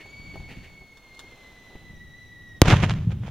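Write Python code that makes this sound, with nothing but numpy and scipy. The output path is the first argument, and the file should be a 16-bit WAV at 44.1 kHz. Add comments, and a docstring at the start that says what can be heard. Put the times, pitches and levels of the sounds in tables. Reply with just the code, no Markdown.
"""An open training field, on a stereo microphone in light wind. An artillery simulator whistles as it
burns, while soldiers drop to the grass with their packs and buckles tick. The whistle sinks in pitch
until the charge bursts at 2.6 s, near enough for the shock wave to ring the microphone housing and
overload the recorder. Then earth banks and the forest edge, farther off, throw back slaps,
crackling echoes and a low rolling rumble."""
import sys
import numpy as np
from scipy import signal
from scipy.fft import rfft, irfft
from scipy.io import wavfile

SR = 44100
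rng = np.random.default_rng(int(sys.argv[2]) if len(sys.argv) > 2 else 0)


def store_pcm(level_fs):
    """Save levels as 16-bit WAV."""
    pcm = np.round(np.clip(level_fs, -1, 1) * 32767).astype(np.int16)
    wavfile.write(sys.argv[1], SR, np.atleast_2d(pcm).T)


N = 145530
T = np.arange(N) / SR
BLAST_S, PUSH_S = 2.6172, 0.0019  # moment of the burst, length of its pressure push

# stereo width of the air and the soldiers: (frequency [Hz], side over mid [dB])
FIELD_WIDTH = [(100, -14), (700, -15.5), (3000, -13), (7000, 0.5), (15000, 2)]
# stereo width of the echoes and the rumble: (frequency [Hz], side over mid [dB])
ECHO_WIDTH = [(100, -36), (600, -20.5), (1400, -10.5), (3100, -9.5), (6800, 0.5), (15000, 3)]


def from_db(db):
    """Decibels to gain."""
    return 10 ** (np.asarray(db) / 20)


def rms_one(x):
    """Scale to unit power."""
    return x / np.sqrt(np.mean(x ** 2) + 1e-20)


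def in_time(rows):
    """Join (time [s], value) points by straight lines."""
    return np.interp(T, *np.transpose(rows))


def gains(points):
    """Gain at every frequency from (frequency [Hz], level [dB]) points."""
    hz, db = np.transpose(points)
    return from_db(np.interp(np.log(np.fft.rfftfreq(N, 1 / SR) + 1), np.log(hz), db))


def butter(x, hz, kind, order=2):
    """Causal low-, high- or band-pass."""
    return signal.sosfilt(signal.butter(order, hz, kind, fs=SR, output="sos"), x + 1e-18)


def drift(rate_hz):
    """Random wander of unit power, mostly slower than the rate."""
    hz = np.fft.rfftfreq(N, 1 / SR)
    return rms_one(irfft(rfft(rng.standard_normal(N)) / (1 + (hz / rate_hz) ** 2), N))


def noise(colour, width, grain_db=0):
    """Coloured stereo noise of unit power; grain makes it crackle."""
    white = rng.standard_normal((2, N)) * from_db(grain_db * drift(1350))
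    mid, side = rfft(white) * gains(colour)
    side = side * gains(width)
    return rms_one(irfft(np.array([mid + side, mid - side]), N))


def burst(start, attack_s, decay_s):
    """An envelope that rises linearly from the start, then decays exponentially."""
    age = T - start
    return np.clip(age / attack_s, 0, 1) * np.exp(-np.maximum(age - attack_s, 0) / decay_s)


def shock(start, push_s):
    """A pressure jump that falls through zero after the push and ends in suction."""
    age = np.maximum(T - start, 0) / push_s
    return (age > 0) * (1 - age) * np.exp(-np.minimum(age, 50))


def tail(level_db, rise_s, fall_db_per_s):
    """The envelope of reflections that build up after the blast, then fall at the given rate."""
    age = np.maximum(T - BLAST_S, 0)
    fall_db = fall_db_per_s * np.maximum(age - rise_s, 0)
    return np.minimum(age / rise_s, 1) ** 2 * from_db(level_db - fall_db)


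def field():
    """Open air and stirring grass all around, light wind on the microphone and a faint hiss."""
    # spectra of the air and of the wind: (frequency [Hz], relative level [dB])
    air_colour = [(30, 7.5), (300, 0.5), (800, -4.5), (1300, -9), (2400, -11), (3600, -8), (4400, -19.5),
                  (6500, -19.5), (8000, -29.5), (15000, -35.5)]
    wind_colour = [(20, -4), (45, -3.5), (90, -1), (170, -5.5), (300, -16), (700, -36), (3000, -80)]
    # their swells: (time [s], level [dB])
    air_level = [(0, -53.5), (.45, -52.5), (.9, -58), (1.3, -52), (1.8, -54), (2.05, -58.5), (3.3, -59.5)]
    wind_level = [(0, -62.5), (.3, -44), (.65, -49.5), (.9, -62), (1.3, -66), (1.7, -61), (1.92, -45),
                  (2.2, -53), (2.6, -47.5)]
    # stereo width of the wind: (frequency [Hz], side over mid [dB])
    wind_width = [(30, -12), (300, -7)]
    air = from_db(in_time(air_level) + 0.4 * drift(45)) * noise(air_colour, FIELD_WIDTH, grain_db=1.5)
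    wind = from_db(in_time(wind_level) + 0.5 * drift(24)) * noise(wind_colour, wind_width)
    hiss = from_db(-68.5) * rng.standard_normal((2, N))
    return air + wind + hiss


def buckles():
    """Buckles on the packs tick and ring briefly."""
    # buckle strikes: (time [s], level [dB])
    ticks = [(0.971, -51.5), (1.146, -52.5), (1.169, -60), (1.191, -39), (1.203, -58)]
    # spectrum of a tick: (frequency [Hz], relative level [dB])
    tick_colour = [(200, -8), (900, 4), (1500, 2.5), (2600, -3), (3600, 6), (4600, -3), (6500, -5),
                   (9500, -14.5), (15000, -22)]
    ring_hz = 3530
    clink = noise(tick_colour, FIELD_WIDTH, grain_db=2.5) + from_db(-5) * np.sin(2 * np.pi * ring_hz * T)
    return clink * sum(from_db(db) * burst(s, attack_s=0.0012, decay_s=0.0098) for s, db in ticks)


def soldiers():
    """Each drop to the ground is a thud, a scuff on the soil and a slower rustle of cloth."""
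    # bodies, packs and boots landing: (time [s], decay [s], thud [dB], scuff [dB], rustle [dB])
    drops = [(.003, 0.016, -57, -49.5, -46), (0.056, 0.0058, -60, -44.5, -62), (.19, .025, -43, -74, -72),
             (0.341, 0.0071, -44, -48, -52), (0.356, 0.012, -61, -38, -76), (0.399, 0.01, -32, -50.5, -76),
             (0.486, 0.014, -40, -50, -51), (0.504, 0.035, -61, -51, -46.5), (0.568, 0.044, -39, -70, -56),
             (.635, 0.032, -70, -60, -50.5), (0.808, 0.021, -47, -51, -74), (1.24, 0.0052, -43, -51, -69),
             (1.7, 0.038, -57, -52.5, -72), (1.753, 0.0058, -34, -45, -60)]
    # spectra of the three parts: (frequency [Hz], relative level [dB])
    thud = [(20, 1), (55, 0), (110, -6), (200, -5), (400, -21), (1000, -64)]
    scuff = [(100, -19), (250, -8.5), (420, 3), (560, -7.5), (780, -2), (1200, -18), (3000, -27),
             (8000, -43)]
    rustle = [(800, -25), (1500, -10.5), (1850, -0.5), (2400, -1.5), (2800, -1.5), (3500, -13.5),
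              (4400, -17), (12000, -35.5)]
    out = 0
    for k, (colour, attack_s) in enumerate([(thud, 0.0042), (scuff, 0.0042), (rustle, 0.021)]):
        level = sum(from_db(dbs[k]) * burst(s - attack_s / 2, attack_s, decay) for s, decay, *dbs in drops)
        out = out + level * noise(colour, FIELD_WIDTH, grain_db=0.5)
    return out


def bank_rumble():
    """The distant earth banks return only the bass: a few booms in a long roll."""
    # spectrum of the roll: (frequency [Hz], relative level [dB])
    roll_colour = [(20, -32), (40, -7), (65, -6), (100, 4), (170, -0.5), (250, -17), (340, -25.5),
                   (600, -39), (2000, -89)]
    # dull reflections off the banks: (time [s], peak [dB], band centre [Hz])
    booms = [(2.68, -15.5, 130), (2.729, -3.5, 119), (2.801, -15, 96), (2.833, -10.5, 139),
             (2.917, -17, 126), (3.07, -10.5, 116), (3.088, -14.5, 109)]
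    edge_ratio = 1.53
    out = tail(level_db=-20.5, rise_s=0.045, fall_db_per_s=21) * noise(roll_colour, ECHO_WIDTH)
    for s, db, hz in booms:
        boom = butter(shock(s, PUSH_S), [hz / edge_ratio, hz * edge_ratio], "band", order=3)
        out = out - from_db(db) * boom / np.abs(boom).max()
    return out


def echoes():
    """The shock comes back as single slaps and as a dense crackle from nearby ground and the trees."""
    # sharp reflections: (time [s], level before filtering [dB], treble limit [Hz])
    reflections = [(2.6408, -20, 7140), (2.6628, -10, 6100), (2.6795, -9, 4500), (2.6835, -14, 4550),
                   (2.688, -17, 4000), (2.703, -0.5, 6900), (2.7243, 3, 2400), (2.7295, -0.5, 1790),
                   (2.7363, -2, 2010), (2.7395, 5.5, 1120), (2.8342, -24, 3900), (2.8366, 0.5, 3240),
                   (2.8966, -7, 6100), (2.908, -7.5, 3940), (2.9385, -22, 6900), (3.1066, -25, 4000),
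                   (3.2348, -24, 1990), (3.2795, -11, 796)]
    # echoes off groups of trees: (time [s], half length [s], level [dB])
    tree_echoes = [(2.6576, 0.0013, -16.5), (2.683, 0.0039, -13), (2.71, 0.0052, -14.5),
                   (2.725, 0.0084, -19), (2.837, 0.0068, -21.5), (2.896, 0.0036, -30.5),
                   (2.911, 0.0071, -31.5), (3.12, 0.0062, -40.5), (3.241, 0.0052, -45.5),
                   (3.274, 0.0097, -39.5)]
    # spectrum of the crackle: (frequency [Hz], relative level [dB])
    colour = [(100, 12), (300, 5), (480, 2), (700, 0.5), (1200, -1), (2200, -3.5), (3400, -6.5),
              (4400, -17), (6700, -19.5), (8500, -32.5), (12000, -37), (15500, -57)]
    # lean of the stereo image: (frequency [Hz], left minus right [dB])
    balance = [(300, 1.5), (1300, -1.5), (4400, -6), (15000, 1)]
    slaps = sum(from_db(db) * butter(shock(s, push_s=0.00028), hz, "low", order=4)
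                for s, db, hz in reflections)
    slaps = butter(slaps, 450, "high", order=1)
    tree_power = sum(from_db(db) ** 2 * np.exp(-.5 * ((T - s) / half) ** 2) for s, half, db in tree_echoes)
    scatter = tail(level_db=-21, rise_s=0.065, fall_db_per_s=79)
    lingering = tail(level_db=-58.5, rise_s=0.065, fall_db_per_s=0)
    ground = from_db(-28) * burst(BLAST_S, attack_s=0.00207, decay_s=.02)
    envelope = np.sqrt(tree_power + scatter ** 2 + lingering ** 2 + ground ** 2)
    crackle = envelope * from_db(1.5 * drift(47)) * noise(colour, ECHO_WIDTH, grain_db=3.5)
    lean = np.sqrt(gains(balance))
    return irfft(rfft(slaps + crackle) * np.array([lean, 1 / lean]), N)


def whistle():
    """The burning whistle and two overtones flutter on their way over the field, until the burst."""
    # the sinking tone: (time [s], pitch [Hz])
    pitch = [(0, 2176), (.1, 2256), (.38, 2220), (.64, 2230), (.9, 2189), (1.12, 2120), (1.27, 2148),
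             (1.36, 2063), (1.6, 2017), (1.91, 1990), (2.0, 1932), (2.05, 1975), (2.09, 1926), (2.17, 1972),
             (2.38, 1943), (2.44, 1938), (2.61, 1890)]
    # its strength at the microphone: (time [s], level [dB])
    level = [(0, -49), (.25, -44.5), (.55, -50.5), (.8, -52.5), (1.0, -54), (1.18, -50), (1.35, -53),
             (1.75, -51), (1.9, -50.5), (2.08, -49), (2.25, -48), (2.585, -49), (2.61, -66)]
    # its harmonics: (relative level [dB], flutter depth [dB], diffuse share [dB])
    partials = [(0.5, 2.5, -15), (-11, 1.5, -13), (-29.5, -7, 4)]
    flutter_hz, scatter_hz = 35.8, 41.7  # scatter: spread in pitch of the diffuse sound off the field
    waver, rasp = .0045 * drift(31.3), 0.0063 * drift(400)
    phase = 2 * np.pi * np.cumsum(in_time(pitch) * (1 + waver + rasp)) / SR
    out = 0
    for k, (level_db, flutter_db, diffuse_db) in enumerate(partials, 1):
        diffuse = np.array([drift(k * scatter_hz) + 1j * drift(k * scatter_hz) for _ in range(2)])
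        direct = from_db(flutter_db * drift(flutter_hz))
        amplitude = direct + from_db(diffuse_db) * diffuse
        out = out + from_db(level_db) * np.real(amplitude * np.exp(1j * k * phase))
    return out * from_db(in_time(level)) * (T < BLAST_S)


def blast():
    """The direct wave: a cracking front that rings the housing, the main push and a weaker second shock."""
    # modes of the microphone housing: (frequency [Hz], level [dB], time to fall 60 dB [s])
    housing = [(504, 7.5, 0.0062), (712, 13, 0.004), (2030, 13.5, 0.0024), (3140, 13.5, 0.0024),
               (4970, 20, 0.0013), (11000, 16, 0.0017)]
    right_port_lag_s, microphone_cut_hz = .00003, 65
    age = np.maximum(T - BLAST_S - np.array([[0], [right_port_lag_s]]), 0)
    ring = sum(from_db(db - 60 * age / t60) * np.sin(2 * np.pi * hz * age) * (-1) ** k
               for k, (hz, db, t60) in enumerate(housing))
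    crack = from_db(2) * burst(BLAST_S, attack_s=1 / SR, decay_s=.0008) * rng.standard_normal((2, N))
    push = butter(-from_db(10.5) * shock(BLAST_S + 0.00152, PUSH_S), 900, "low")
    second_shock = butter(from_db(-2) * shock(BLAST_S + 0.00614, push_s=0.0031), 860, "low")
    return butter(push + second_shock, microphone_cut_hz, "high") + ring + crack


def scene():
    """Everything that reaches the microphone."""
    return field() + buckles() + soldiers() + whistle() + blast() + echoes() + bank_rumble()


def record(dry):
    """The recorder clips on the blast and cuts the highest treble."""
    ceiling, stopband_hz = .95, 17200
    treble_cut = signal.cheby2(12, 70, stopband_hz, fs=SR, output="sos")
    return signal.sosfilt(treble_cut, np.clip(dry, -ceiling, ceiling))


dry = scene()
out = record(dry)
store_pcm(out)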